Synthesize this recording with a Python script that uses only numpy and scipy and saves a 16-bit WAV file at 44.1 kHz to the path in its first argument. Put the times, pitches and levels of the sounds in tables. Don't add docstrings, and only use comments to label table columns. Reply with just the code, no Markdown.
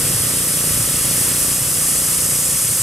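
import sys
import numpy as np
from scipy import signal
from scipy.fft import rfft, irfft, next_fast_len
from scipy.io import wavfile
from scipy.ndimage import uniform_filter1d, map_coordinates

SR = 44100
rng = np.random.default_rng(int(sys.argv[2]) if len(sys.argv) > 2 else 0)


def unload_wav(signal):
    wavfile.write(
        sys.argv[1],
        SR,
        np.round(np.clip(np.atleast_2d(signal).T, -1, 1) * 32767).astype(np.int16),
    )


N = 124362


def amp(db):
    return 10 ** (np.asarray(db) / 20)


def unit(x):
    return x / np.sqrt(np.mean(x ** 2) + 1e-20)


def along(points, hz):
    f, v = np.transpose(points)
    return np.interp(np.log(hz + 1), np.log(f + 1), v)


def curve(rows):
    return np.interp(np.arange(N) / SR, *np.transpose(rows))


def wobble(per_s):
    return map_coordinates(rng.standard_normal(1024), [np.arange(N) * per_s / SR], mode="wrap")


def filtered(x, response):
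    size = next_fast_len(N + SR // 2)
    return irfft(rfft(x, size) * response(np.fft.rfftfreq(size, 1 / SR)), size)[..., :N]


def patchy(depth_db):
    spectra = signal.stft(rng.standard_normal((2, N)), nperseg=256)[2]
    patches = uniform_filter1d(rng.standard_normal(spectra.shape[1:]), size=9, axis=0)
    patches = unit(uniform_filter1d(patches, size=16, axis=1))
    return unit(signal.istft(spectra * amp(depth_db * patches), nperseg=256)[1][:, :N])


def impacts(per_s, spread_db, life_s):
    hits = (rng.random(N) < per_s / SR) * amp(spread_db * np.clip(rng.standard_normal(N), -2, 2))
    energy = signal.lfilter([1], [1, -np.exp(-2 / (life_s * SR))], hits ** 2)
    return unit(np.sqrt(energy) * rng.standard_normal((2, N)))


# frequency in Hz, left-right likeness from 0 to 1.
MIC_LIKENESS = [(160, .9999), (280, 1), (420, 1), (1000, .975), (1900, 0.99), (2400, 0.7), (3600, 0.97),
                (4000, 0.41), (4400, 0.82), (4750, 0.26), (5200, 0.54), (6000, 1), (9000, 0.68),
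                (12000, 0.96), (14000, 0.73), (15300, .5)]
# frequency in Hz, left minus right in dB.
MIC_BALANCE = [(1800, -0.5), (2300, -2), (3800, 0.5), (4300, 6.5), (5000, 4), (5900, 3.5), (7000, -3.5),
               (8200, -1.6), (10200, 2.5), (11400, -0.5), (13000, -4), (15500, 1)]
# frequency in Hz, lead of the left side in radians.
MIC_LEAD = [(2000, -0.125), (2600, 0.42), (3500, 0.81), (4000, 1), (4650, 1.1), (5000, -0.83),
            (6000, -0.52), (7400, -0.42), (8600, 0.34), (10000, 0.24), (11500, 0.77), (12600, 0.64),
            (14500, 1.05)]

def at_microphone(pair, spectrum):
    def mid_side(hz):
        angle = np.arccos(np.clip(along(MIC_LIKENESS, hz), -1, 1)) / 2
        return amp(along(spectrum, hz)) * [np.cos(angle), np.sin(angle)]

    def left_right(hz):
        half = np.array([[.5], [-.5]])
        return amp(half * along(MIC_BALANCE, hz)) * np.exp(1j * half * along(MIC_LEAD, hz))

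    mid, side = filtered(pair, mid_side)
    return unit(filtered(np.array([mid + side, mid - side]), left_right))


# time in seconds, relative level in dB.
SPRAY_LEVEL = [(0, -18.5), (.22, -18.5), (.33, -19), (.62, -18.5), (.74, -18), (1, -18.2), (1.22, -16.5),
               (1.34, -18), (1.44, -17), (1.63, -19), (1.84, -17), (2.02, -17.5), (2.25, -18),
               (2.45, -18.5), (2.58, -18), (2.82, -18.5)]
# frequency in Hz, relative level in dB.
SPRAY_SPECTRUM = [(2000, -25), (4000, -21), (5200, -7.5), (6800, -8.5), (7700, -3), (8600, 0.8),
                  (10200, -1.8), (11600, -2.5), (12700, -8), (13700, -9.5), (15300, -20.5), (17000, -27)]
# frequency in Hz, relative level in dB.
NEAR_SPECTRUM = [(3500, -28.5), (5000, -14), (6500, -1), (7900, 3), (9200, 0.5), (11000, -8), (15000, -23)]
NEAR_DB, NEAR_DB_PER_S = -13.5, 3

def grit_spray():
    grit = rng.standard_normal((2, N)) + amp(-7.5) * impacts(per_s=3000, spread_db=6, life_s=0.0012)
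    approach = amp(NEAR_DB + NEAR_DB_PER_S * np.arange(N) / SR)
    near = approach * at_microphone(patchy(depth_db=1.9), NEAR_SPECTRUM)
    level = amp(curve(SPRAY_LEVEL) + 0.22 + 0.16 * wobble(per_s=70))
    return level * (at_microphone(grit, SPRAY_SPECTRUM) + near)


# time in seconds, level in dB.
SCRUB_LEVEL = [(0, -30), (.5, -30.5), (.8, -30), (1.3, -29), (1.65, -31.5), (2, -30.5), (2.4, -32),
               (2.82, -31.5)]
# frequency in Hz, relative level in dB.
SCRUB_SPECTRUM = [(200, -21), (500, -0.5), (820, -7.5), (1200, -1.5), (1500, -3.5), (1850, 0), (2250, -2.5),
                  (2800, 0.5), (3500, -0.5), (3950, -3.5), (5000, -3), (8000, -31)]

def bristle_scrub():
    rasp = patchy(depth_db=0.5)
    stones = amp(-11.5) * impacts(per_s=260, spread_db=9.5, life_s=0.0014)
    level = amp(curve(SCRUB_LEVEL) + 0.12 * wobble(per_s=31.64))
    return level * at_microphone(rasp + stones, SCRUB_SPECTRUM)


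# time in seconds, level in dB.
SLAP_LEVEL = [(0, -33), (.15, -28.5), (.55, -38.5), (.8, -28.5), (1.1, -34), (1.45, -33), (1.7, -35.5),
              (2.25, -35), (2.45, -38), (2.82, -30.5)]
# frequency in Hz, relative level in dB.
SLAP_SPECTRUM = [(10, -45), (30, -11.5), (60, -3), (90, -5.5), (118, 5.5), (160, -3), (210, -12.5),
                 (300, -18.5), (450, -37.5), (1000, -51)]
SLAPS_PER_S, SLAP_DRIFT_CYCLES, SLAP_SWING_DB = 19.7, 0.21, 4

def bristle_slap():
    rows = SLAPS_PER_S * np.arange(N) / SR + SLAP_DRIFT_CYCLES * wobble(per_s=2.97)
    beats = rng.standard_normal(N) * amp(SLAP_SWING_DB * np.cos(2 * np.pi * rows))
    return amp(curve(SLAP_LEVEL)) * unit(filtered(beats, lambda hz: amp(along(SLAP_SPECTRUM, hz))))


# time in seconds, level in dB.
HOOD_LEVEL = [(0, -32), (.2, -37), (.32, -36.5), (.9, -41.5), (1.1, -37), (1.45, -40), (1.65, -40),
              (2.05, -39.5), (2.3, -45), (2.82, -44)]
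# frequency in Hz, relative level in dB.
HOOD_SPECTRUM = [(100, -21), (200, -3.5), (260, -5.5), (335, -3), (385, -18.5), (450, -5), (600, -16),
                 (750, -16), (1500, -29.5)]

def hood_drumming():
    return amp(curve(HOOD_LEVEL)) * at_microphone(rng.standard_normal((2, N)), HOOD_SPECTRUM)


# time in seconds, firings a second.
FIRING_RATE = [(0, 29.66), (.5, 29.72), (.85, 29.62), (1.2, 29.73), (2, 29.76), (2.5, 29.8), (2.82, 29.88)]

def strokes(phase, scatter_db, jitter_s=.00005):
    cycles = np.cumsum(curve(FIRING_RATE)) / SR
    due = np.interp(np.arange(int(cycles[-1]) + 1) + phase, cycles, np.arange(N), right=2 * N)
    late, size = rng.standard_normal((len(due), 2)).T
    starts = np.abs(due + jitter_s * SR * late).astype(int)
    return np.bincount(starts, amp(scatter_db * size), N)[:N]


# time in seconds, level in dB.
EXHAUST_LEVEL = [(0, -30.3), (.8, -30.5), (1.3, -30), (1.65, -33), (2.05, -32), (2.4, -33), (2.82, -34.5)]
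# multiple of the firing rate, relative level in dB.
EXHAUST_HARMONICS = [(1, -19), (2, -9), (3, -7), (4, -10), (5, 0), (6, -3), (7, -15), (8, -9), (9, -5),
                     (10, -12), (11, -21), (12, -8), (13, -13), (14, -16), (15, -15), (16, -12), (17, -11),
                     (18, -15), (19, -11), (20, -12), (21, -20), (22, -18), (23, -27), (24, -22)]
SILENCER_HZ, SILENCER_WIDTH_HZ = [165.8, 535.6], 17

def exhaust():
    def silencer(hz):
        lag = sum(np.arctan2(hz * SILENCER_WIDTH_HZ, box ** 2 - hz ** 2) for box in SILENCER_HZ)
        return np.exp(-2j * lag)

    order, db = np.transpose(EXHAUST_HARMONICS)
    multiple = np.fft.rfftfreq(SR, 1 / SR) / np.mean(curve(FIRING_RATE))
    skirts = np.minimum(multiple + .01, 1) ** 2 / np.maximum(multiple / order[-1], 1) ** 4
    cepstrum = irfft(np.log(amp(np.interp(multiple, order, db)) * skirts))
    cepstrum[1:SR // 2] *= 2
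    cepstrum[SR // 2:] = 0
    pipe = irfft(np.exp(rfft(cepstrum)))[:SR // 2]
    puffs = signal.fftconvolve(strokes(phase=0, scatter_db=1.4), pipe)[:N]
    return amp(curve(EXHAUST_LEVEL)) * unit(filtered(puffs, silencer))


# share of the cycle, relative level in dB.
VALVE_TICKS = [(0.0, 3), (.61, -1.5), (.8, -7)]
# frequency in Hz, relative level in dB, seconds to fall 60 dB.
CASING_MODES = [(1002, -2, .08), (1157, 0, 0.14), (1268, 2.5, 0.19), (1347, -0.5, 0.12), (1431, -10, .12),
                (1880, -6, 0.017)]

def valves():
    t = np.arange(SR // 4) / SR
    ring = sum(amp(db - 60 * t / t60) * np.sin(2 * np.pi * hz * t) for hz, db, t60 in CASING_MODES)
    ticks = sum(amp(db) * strokes(phase, scatter_db=1.5) for phase, db in VALVE_TICKS)
    return amp(-41.5) * unit(signal.fftconvolve(ticks, ring)[:N])


# frequency in Hz, relative level in dB.
AIR_SPECTRUM = [(20, -2), (150, -12), (350, 4), (700, 0), (1500, -12), (4000, -40)]

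def open_air():
    wash = filtered(rng.standard_normal((2, N)), lambda hz: amp(along(AIR_SPECTRUM, hz)))
    return amp(-58) * unit(wash)


# time in seconds, side gain in dB.
BRUSH_WIDTH = [(0, 2), (.7, 0.5), (1.2, -1.2), (2.82, -0.7)]

def scene():
    engine = exhaust() + valves()
    brush = bristle_slap() + hood_drumming() + bristle_scrub() + grit_spray()
    centre = brush.mean(axis=0)
    sides = amp(curve(BRUSH_WIDTH)) * (brush - centre)
    return centre + sides + engine + open_air()


TOP_HZ = 15750

def record(dry):
    return filtered(dry, lambda hz: hz < TOP_HZ)


dry = scene()
out = record(dry)
unload_wav(out)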